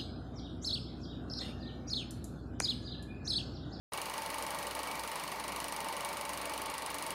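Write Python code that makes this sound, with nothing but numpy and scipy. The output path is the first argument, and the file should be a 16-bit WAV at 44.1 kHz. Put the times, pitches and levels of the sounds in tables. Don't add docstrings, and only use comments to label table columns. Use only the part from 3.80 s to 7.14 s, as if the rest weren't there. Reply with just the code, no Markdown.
import sys
import numpy as np
from scipy import signal
from scipy.fft import rfft, irfft
from scipy.io import wavfile
from scipy.ndimage import uniform_filter1d

SR = 44100
rng = np.random.default_rng(int(sys.argv[2]) if len(sys.argv) > 2 else 0)


def inscribe(sig):
    pcm = np.round(np.clip(np.atleast_2d(sig).T, -1, 1) * 32767)
    wavfile.write(sys.argv[1], SR, pcm.astype(np.int16))


def volts(x):
    e = np.asarray(x, float) / 20
    return 10 ** e


N = 147294

# t/s, film frames pulled so far
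SHAFT_TURN = [(0.1351, 0), (0.339, 5), (0.5434, 10), (0.7471, 15), (0.951, 20), (1.1548, 25), (1.3571, 30),
              (1.5589, 35), (1.7618, 40), (1.9642, 45), (2.1671, 50), (2.3707, 55), (2.5747, 60),
              (2.7779, 65), (2.9811, 70), (3.1845, 75), (3.306, 78)]
# t/s, level/dB
CLAW_FORCE = [(.13, -32), (.3, -36.5), (.55, -35), (1.0, -36.5), (1.3, -35.5), (1.46, -38), (1.65, -37.5),
              (1.82, -33.5), (2.05, -36.5), (2.3, -35), (2.6, -34.5), (2.9, -36), (3.15, -33.5), (3.3, -33)]
# f/Hz, level/dB, time to fall 60 dB/s, delay/s
CLAW_MODES = [(9300, 2, .0047, 0), (9800, -3, .0035, 0), (8350, -6, .011, .0002),
              (14800, -12.5, .004, -.0003), (14700, -12.5, .006, .0007), (15600, -13.5, .005, .0005),
              (12800, -15, .005, -.0003), (16200, -19, .004, 0)]
# f/Hz, level/dB, time to fall 60 dB/s, delay/s
GATE_MODES = [(2950, -6.5, .02, -.0002), (2790, -12, .03, 0), (4000, -9, .013, .0008),
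              (4450, -14, .015, .001), (5100, -9.5, .016, .0008), (5950, -12, .013, 0),
              (6600, -15, .011, .0003)]
# f/Hz, level per Hz/dB
RATTLE_COLOUR = [(1500, -6), (2500, 2), (5000, -4), (7500, -1.5), (9500, -2), (12000, -4), (14800, -7),
                 (16800, -7)]
# f/Hz, level/dB, width of wavering/Hz, steady share
STEADY_TONES = [
    (61.3, -61.5, 3, .92),
    (100.1, -70, 1, .9),
    (288.3, -61, 3, .85),
    (503, -65, 4, .7),
    (1878, -65, 6, .6),
    (1992, -65, 8, .6),
]
# f/Hz, level/dB
GEAR_MESH = [(890, -51.5), (816, -60), (914.5, -58), (1036.6, -61), (964, -64), (841, -64)]
# t/s, gear level/dB, fan blade level/dB
WHINE_LOAD = [(.13, -8, -2), (.4, 2.5, -3.5), (.8, 4.5, 1.5), (1.1, -2.5, -5), (1.45, -2, -23),
              (1.75, -3, -6), (2.05, 3.5, -2), (2.5, 1.5, 3.5), (2.8, 1.5, -3), (3.05, 1, -23),
              (3.33, -1.5, 0)]
# f/Hz, level per Hz/dB
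RUMBLE_COLOUR = [(15, -48), (25, -33.5), (59, -16), (108, -13.5), (429, -10.5), (579, -8), (728, -8.5),
                 (900, -2.5), (1700, -15.5), (2210, -43), (3740, -120)]
# f/Hz, level per Hz/dB
RUSH_COLOUR = [(880, -18), (1500, -9), (2260, 2.5), (2600, -3), (7620, -12.5), (9500, -15), (12200, -14.5),
               (15100, -14.5), (16500, -43)]
# f/Hz, width/Hz, boost/dB
HOUSING_MODES = [(82, 34, -11), (121, 24, -8.5), (159, 270, 4), (249, 26, -6), (595, 280, 3), (906, 27, 4),
                 (1190, 70, 4), (1888, 190, 5.5), (2267, 27, 7.5), (2740, 40, 5), (4425, 580, 4.5),
                 (7600, 210, -8.5), (11530, 610, 7), (11900, 400, -9)]
# t/s, share
TREBLE_LOSS = [(0, .1), (1.55, .1), (1.7, .42), (2.1, .42), (2.25, .25), (2.65, .35), (3.0, .6),
               (3.34, .45)]
# f/Hz, weight
LOSS_PLACES = [(4800, 0), (5800, .4), (7500, .4), (9000, .15), (11000, .3), (12300, 1), (16000, .8)]


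def claw():
    rise_s, rebound_s, rebound_db = .0006, .0122, -22
    usual_db, follow = -33, .5
    turn_s, turn_frame = np.transpose(SHAFT_TURN)
    frame = np.arange(turn_frame[-1] + 1)
    hit_s = np.interp(frame, turn_frame, turn_s) - rise_s
    modes = CLAW_MODES + GATE_MODES
    luck = rng.standard_normal((len(frame), 1 + 2 * len(modes)))
    force_db = np.interp(hit_s, *np.transpose(CLAW_FORCE)) + .8 * luck[:, 0]
    force_db += -1.8 * (frame % 2)
    force_db += -10 * (frame == 35)

    t = np.arange(4000) / SR
    thud = housing_thud(t)
    hz, mode_db, t60, delay = np.transpose(modes)[:, :, None]
    age = np.maximum(t - delay, 0)
    rise = np.sin(np.pi / 2 * np.minimum(age / rise_s, 1)) ** 2
    fall_db = -60 * np.maximum(age - rise_s, 0) / t60

    hits, rattle_starts = np.zeros(N + 4000), np.zeros(N)
    for i, n in enumerate(np.round(hit_s * SR).astype(int)):
        level_luck, pitch_luck = luck[i, 1::2, None], luck[i, 2::2, None]
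        change_db = force_db[i] - usual_db
        level_db = usual_db + np.where(hz > 8000, 1, follow) * change_db + mode_db + 1.6 * level_luck
        ringing = np.cos(2 * np.pi * hz * (1 + .006 * pitch_luck) * (age - rise_s))
        snap = (rise * volts(level_db + fall_db) * ringing).sum(0)
        snap = snap + volts(rebound_db) * np.roll(snap, round(rebound_s * SR))
        hits[n:n + 4000] += volts(.5) * snap + volts(-28.5) * thud
        rattle_starts[n] = volts(usual_db + follow * change_db)
    return hits[:N] + rattle(rattle_starts, t)


def housing_thud(t):
    start_s, length_s = .0032, .0083
    progress = np.clip((t - start_s) / length_s, 0, 1)
    swell = volts(-12) * np.sin(np.pi * progress) ** 1.26
    ring = volts(-20 - 60 * t / .14) * progress
    return (swell + ring) * np.sin(2 * np.pi * 1110 * t)


def rattle(starts, t):
    shape = np.minimum(t / .0026, 1) * volts(-10.5 - 60 * t / .13)
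    loudness = signal.oaconvolve(starts, shape)[:N]
    return loudness * coloured(lambda f: read(RATTLE_COLOUR, f) + housing_db(f), N)


def whines():
    t = np.arange(N) / SR
    load_s, gear_db, blade_db = np.transpose(WHINE_LOAD)

    def tone(hz, db):
        return volts(db + 2.5) * np.exp(2j * np.pi * (hz * t + rng.random()))

    out = sum(tone(hz, db) * waver(width, steady) for hz, db, width, steady in STEADY_TONES)
    out += volts(np.interp(t, load_s, blade_db)) * tone(576, -54.5) * waver(2.8, 1.0)
    gears = sum(tone(hz, db) for hz, db in GEAR_MESH)
    out += volts(np.interp(t, load_s, gear_db)) * gears * waver(5, .85)
    return out.real


def waver(width_hz, steady):
    noise = rng.standard_normal(N) + 1j * rng.standard_normal(N)
    slowness = 1 + (np.fft.fftfreq(N, 1 / SR) / width_hz) ** 2
    drift = np.fft.ifft(np.fft.fft(noise) / slowness)
    drift = drift / np.sqrt(np.mean(abs(drift) ** 2))
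    return steady + np.sqrt(1 - min(steady, 1) ** 2) * drift


def blower():
    rumble_db, rush_db, patchy_db, flicker_db = -44, -47.5, 1.0, 1.28

    def low_colour(f):
        slope = -30 * np.clip(np.log2(f / 1700 + 1e-9), 0, 3)
        return read(RUMBLE_COLOUR, f) + housing_db(f) + slope - 20 * (f < 22)

    def high_colour(f):
        slope = 30 * np.clip(np.log2(f / 1500 + 1e-9), -3, 0)
        return read(RUSH_COLOUR, f) + housing_db(f) + slope

    air = volts(rumble_db) * coloured(low_colour, N) + volts(rush_db) * coloured(high_colour, N)
    z = signal.stft(air, nperseg=512, noverlap=384)[2]
    patches = uniform_filter1d(rng.standard_normal(z.shape), 6, 0)
    patches = evened(uniform_filter1d(patches, 14, 1))
    flicker = evened(uniform_filter1d(rng.standard_normal(z.shape[1]), 3))
    z = z * volts(patchy_db * patches + flicker_db * flicker)
    return signal.istft(z, nperseg=512, noverlap=384)[1][:N]


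def housing_db(hz):
    return sum(db / (1 + (2 * (hz - f) / width) ** 2) for f, width, db in HOUSING_MODES)


def coloured(db_of_hz, count):
    spectrum = rfft(rng.standard_normal(count)) * volts(db_of_hz(np.fft.rfftfreq(count, 1 / SR)))
    return evened(irfft(spectrum, count))


def read(points, hz):
    f, value = np.transpose(points)
    return np.interp(np.log(hz + 1), np.log(f + 1), value)


def evened(x):
    return x / np.sqrt(np.mean(x ** 2) + 1e-20)


def scene():
    return (claw() + whines() + blower())[None]


def thin_treble(x):
    hz, t, z = signal.stft(x, SR, nperseg=512, noverlap=384)
    power = uniform_filter1d(abs(z[0]) ** 2, 40, 0)
    quiet = power < 1.2 * np.median(power, 1, keepdims=True)
    luck = rng.random((len(hz) // 3 + 2, len(t) // 4 + 1)).repeat(4, 1)[:, :len(t)]
    loss = 2.5 * luck[-1] ** 1.5 * np.interp(t, *np.transpose(TREBLE_LOSS))
    chance = read(LOSS_PLACES, hz)[:, None] * loss
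    lost = quiet & (luck.repeat(3, 0)[:len(hz)] < chance)
    return signal.istft(z * np.where(lost, .02, 1), SR, nperseg=512, noverlap=384)[1][:, :N]


def limit_top(x):
    low, full = (signal.firwin(2047, hz, window=("kaiser", 9), fs=SR) for hz in (15800, 16550))
    top = signal.oaconvolve(x, (full - low)[None], "same")
    power = abs(uniform_filter1d(top ** 2, 200))
    loss = np.interp(np.arange(N) / SR, *np.transpose(TREBLE_LOSS))
    opens_at = volts(2 * 15.5 - 16 * loss) * np.median(power)
    gate = uniform_filter1d(1. * (power > opens_at), 300)
    return signal.oaconvolve(x, low[None], "same") + volts(-8) * gate * top


def low_pass(x):
    return signal.sosfilt(signal.butter(12, 16820, fs=SR, output="sos"), x)


def record(dry):
    start_s, fade_s = .1205, .00071
    opened = dry * np.clip((np.arange(N) / SR - start_s) / fade_s, 0, 1)
    mix = thin_treble(limit_top(opened))
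    return low_pass(mix)


dry = scene()
out = record(dry)
inscribe(out)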